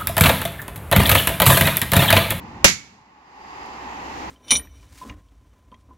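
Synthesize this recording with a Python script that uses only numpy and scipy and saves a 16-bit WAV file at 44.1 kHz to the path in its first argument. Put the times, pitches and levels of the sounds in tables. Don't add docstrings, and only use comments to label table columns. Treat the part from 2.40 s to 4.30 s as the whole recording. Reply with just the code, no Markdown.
import sys
import numpy as np
from scipy import signal
from scipy.fft import rfft, irfft
from scipy.io import wavfile
from scipy.ndimage import minimum_filter1d, map_coordinates

SR = 44100
rng = np.random.default_rng(int(sys.argv[2]) if len(sys.argv) > 2 else 0)


def inscribe(sig):
    pcm = np.round(np.clip(np.atleast_2d(sig).T, -1, 1) * 32767)
    wavfile.write(sys.argv[1], SR, pcm.astype(np.int16))


N = 83790
TIME = np.arange(N) / SR
BIN_HZ = np.maximum(np.fft.rfftfreq(N, 1 / SR), 1)
BLOW_S, HARD_ATTACK_S = .2435, .0004


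def from_db(db):
    return 10 ** (np.asarray(db) / 20)


def automation(rows):
    times, *columns = np.transpose(rows)
    return [np.interp(TIME, times, column) for column in columns]


def over_bins(rows):
    hz, values = np.transpose(rows)
    return np.interp(np.log(BIN_HZ), np.log(hz), values)


def struck(start_s, attack_s, t60_s):
    age = np.maximum(TIME - start_s, 0)
    return (1 - np.exp(-age / attack_s)) * np.exp(-np.minimum(np.log(1000) * age / t60_s, 50))


# f/Hz, level/dB
RIGHT_EQ = [(200, -1), (1200, 1), (2300, 1.5), (3300, 4), (4300, 8), (5200, 10), (7000, 11.5), (8300, 2.5),
            (9500, -2.5), (11000, 3.5), (14000, -4)]
# f/Hz, left-right correlation
AMBIENCE_IMAGE = [(60, 0.91), (300, 1), (800, 0.57), (1500, 0.35), (3000, 0.1), (7000, .15), (15000, .1)]
BLOW_IMAGE = [(60, .1), (200, 0.58), (600, .3), (1400, -0.32), (5000, 0.044), (15000, 0)]
def noise(spectrum, image=AMBIENCE_IMAGE):
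    mid, side = rfft(rng.standard_normal((2, N)))
    correlation = over_bins(image)
    mid, side = mid * np.sqrt(1 + correlation), side * np.sqrt(1 - correlation)
    pair = np.array([mid + side, (mid - side) * from_db(over_bins(RIGHT_EQ))])
    return irfft(pair * from_db(over_bins(spectrum)), N) * np.sqrt(SR) / 2


# f/Hz, level/dB per Hz at unity fader
ROAR_SPECTRUM = [(100, -88), (290, -68.5), (440, -74), (620, -79), (740, -66.5), (850, -59.5), (960, -64.5),
                 (1090, -65), (1350, -75), (1600, -77), (1900, -71.5), (2250, -77.5), (2700, -78.5),
                 (3400, -89.5), (4300, -93), (5400, -98.5), (7200, -101), (8800, -113), (11000, -109),
                 (15500, -112)]
CLOSE_SPECTRUM = [(30, -77), (64, -67), (100, -71.5), (150, -76), (300, -66.5), (550, -71.5), (1200, -78),
                  (2300, -84.5), (3500, -89), (5200, -95), (7200, -98.5), (8800, -108), (11000, -103),
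                  (15500, -108)]
# t/s, level/dB, left lead/samples
ROAR_RIDE = [(0, -6.5, 9.6), (.25, -6.5, 5.1), (.6, -5, 7.7), (.9, -1, 8.2), (1.1, 0.5, 11.4),
             (1.3, -1.5, 10.9), (1.5, 0.5, 11), (1.7, 1, 13.9), (1.9, 1.5, 20.7)]
# t/s, level/dB
CLOSE_RIDE = [(0, -19.5), (.85, -16), (1.05, -7), (1.3, -9), (1.6, -3), (1.8, 3), (1.9, 0)]
def car():
    roar_db, lead = automation(ROAR_RIDE)
    roar = from_db(roar_db) * noise(ROAR_SPECTRUM)
    close = from_db(automation(CLOSE_RIDE)[0]) * noise(CLOSE_SPECTRUM)
    left, right = roar + close
    left = map_coordinates(left, [np.arange(N) + lead], order=3, mode="mirror")
    return np.array([left, right])


# f/Hz, level/dB per Hz at unity fader
RUMBLE_SPECTRUM = [(25, -83), (45, -76.5), (64, -64.5), (95, -66.5), (140, -65.5), (200, -61.5), (300, -71),
                   (500, -79.5), (1000, -91), (4000, -110), (12000, -130)]
# t/s, level/dB
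RUMBLE_RIDE = [(0, 0), (.22, 0), (.5, -0.5), (.75, -9), (1.2, -15.5), (1.9, -8)]
def engines():
    return from_db(automation(RUMBLE_RIDE)[0]) * noise(RUMBLE_SPECTRUM)


# t/s, level/dB
DRONE_RIDE = [(0, -51.5), (.5, -49.5), (.8, -54.5), (1.3, -55), (1.7, -48), (1.9, -43)]
def drone(firing_hz=63.3):
    return from_db(automation(DRONE_RIDE)[0]) * np.sin(2 * np.pi * firing_hz * TIME)


# t/s, level/dB
WHISTLE_RIDE = [(0, -104), (.6, -97), (1.0, -86), (1.35, -89.5), (1.55, -104), (1.9, -110)]
def whistle(centre_hz=4830, width_hz=200):
    resonance = signal.iirpeak(centre_hz, centre_hz / width_hz, fs=SR)
    hiss = signal.lfilter(*resonance, noise([(1, 0), (SR, 0)]))
    return hiss * from_db(automation(WHISTLE_RIDE)[0])


# f/Hz, level/dB per Hz before the trim
WHOOSH_SPECTRUM = [(30, -60), (150, -55.5), (300, -57.5), (700, -72.5), (3000, -100), (15000, -130)]
def swing(trim_db=-4.5, swell_s=.02):
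    return noise(WHOOSH_SPECTRUM) * from_db(trim_db) * np.exp(-np.abs(TIME - BLOW_S) / swell_s)


def ring(modes, attack_s, widest_hz=3078):
    sides = np.array([[.5], [-.5]])
    out = 0
    for (hz, db, t60, pan_db), (phase, skew) in zip(modes, rng.random((len(modes), 2))):
        spread = sides * (skew - .5) * min(hz / widest_hz, 1)
        tone = np.sin(2 * np.pi * (hz * TIME + phase + spread))
        out += from_db(db + pan_db * sides) * struck(BLOW_S, attack_s, t60) * tone
    return out


# f/Hz, level/dB per Hz before the trims, t60/s
CLANG_BANDS = [(40.04, -40, 0.29), (140, -32, 0.34), (304, -34.5, 0.23), (570, -37.5, 0.16),
               (1200, -34.5, .2), (1750, -30, .18), (2200, -27, .225), (3154, -35, .21), (7110, -40, 0.25),
               (9000, -47, .21), (11250, -47, 0.23), (11400, -34, 0.19), (11900, -51.5, .14),
               (15500, -46.5, .125)]
CLANG_SPECTRUM = [(hz, db) for hz, db, _ in CLANG_BANDS]
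def clang(attack_s, trim_db, delay_s=0):
    wash = rfft(noise(CLANG_SPECTRUM, BLOW_IMAGE))
    centres_hz, _, t60s = np.transpose(CLANG_BANDS)
    out = 0
    for t60, solo in zip(t60s, np.eye(len(t60s))):
        band = irfft(wash * np.interp(np.log(BIN_HZ), np.log(centres_hz), solo), N)
        decayed_db = 60 * delay_s / t60
        out += band * from_db(trim_db - decayed_db) * struck(BLOW_S + delay_s, attack_s, t60)
    return out


# f/Hz, level/dB, t60/s, left over right/dB
STEEL_MODES = [(1330, -20, 0.36, 3.5), (1579, -7.5, 0.17, -0.5), (1750, -6, 0.15, -6.5),
               (1965, -11, .16, -0.5), (2157, -16.5, 0.41, -4.5), (2171, -12, 0.13, -3),
               (2243, -14.5, 0.43, -6.5), (2480, -7, .18, -2.5), (2805, -3.5, 0.19, -7.5),
               (4310, -18, .24, -6.5), (5725, -12.5, 0.16, -9.5), (5862, -12.5, 0.16, -9.5),
               (6142, -12.5, 0.17, -12), (6592, -8.5, 0.28, -10), (6925, -9.5, 0.26, -8.5),
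               (7660, -11.5, .21, -9.5), (8156, -18.5, .2, 1.5), (11180, -8, .14, 4)]
def rim():
    return clang(HARD_ATTACK_S, trim_db=-1) + ring(STEEL_MODES, HARD_ATTACK_S)


# f/Hz, level/dB, t60/s, left over right/dB
THUMP_MODES = [(39.96, -3, 0.077, 13.5), (77.1, -7.5, .12, 2), (132, -11, .13, -0.5),
               (180, -6.5, 0.17, -0.5), (235, -5, 0.096, 8), (305, -7.5, .08, 4.5), (385.2, -4, 0.055, 7.5),
               (559.4, 3, 0.074, 0), (960, -6, 0.1, 0.5)]
# f/Hz, level/dB per Hz
CRUNCH_SPECTRUM = [(20, -26.5), (90, -32.5), (250, -31.5), (550, -28.5), (1500, -33), (4000, -46.5),
                   (9000, -51.5), (15000, -47.5)]
def tyre():
    thump = ring(THUMP_MODES, attack_s=.005)
    crunch = noise(CRUNCH_SPECTRUM, BLOW_IMAGE) * struck(BLOW_S, HARD_ATTACK_S, t60_s=.075)
    return thump + crunch


def shed_echo(delay_s=.029, attack_s=.0045, tail_db=-25.5, damping_hz=6805):
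    slap = clang(attack_s, trim_db=1, delay_s=delay_s)
    damping = signal.butter(2, damping_hz, fs=SR, output="sos")
    tail = signal.sosfilt(damping, noise(CLANG_SPECTRUM, BLOW_IMAGE))
    return slap + tail * from_db(tail_db) * struck(BLOW_S + delay_s, attack_s, t60_s=.65)


# t/s, level/dB before the low cut
GRIT_CLICKS = [(1.017, -54), (1.179, -56), (1.2595, -45), (1.864, -49)]
def grit(low_cut_hz=9000):
    envelope = sum(from_db(db) * struck(t, HARD_ATTACK_S, t60_s=.014) for t, db in GRIT_CLICKS)
    low_cut = signal.butter(2, low_cut_hz, "high", fs=SR, output="sos")
    return signal.sosfilt(low_cut, envelope * rng.standard_normal((2, N)))


def scene():
    road = car() + engines() + drone() + whistle()
    return road + swing() + rim() + tyre() + shed_echo() + grit()


def gain_control(x, threshold_db=-16, range_db=14, attack_s=.009, hold_s=.5, release_db_per_s=37):
    peak_db = 20 * np.log10(np.abs(x).max(axis=0) + 1e-9)
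    over_db = np.clip(peak_db - threshold_db, 0, range_db)
    hold = int(hold_s * SR)
    held_db = -minimum_filter1d(-over_db, size=hold, origin=(hold - 1) // 2, mode="constant")
    climb_db = release_db_per_s * TIME
    duck_db = np.maximum.accumulate(held_db + climb_db) - climb_db
    pole = np.exp(-1 / (attack_s * SR))
    return x * from_db(-signal.lfilter([1 - pole], [1, -pole], duck_db))


def record(dry, ceiling=.95, high_cut_hz=15900):
    drive = gain_control(dry) / ceiling
    clipped = ceiling * drive / (1 + drive ** 4) ** .25
    return signal.sosfilt(signal.ellip(10, .1, 60, high_cut_hz, fs=SR, output="sos"), clipped)


dry = scene()
out = record(dry)
inscribe(out)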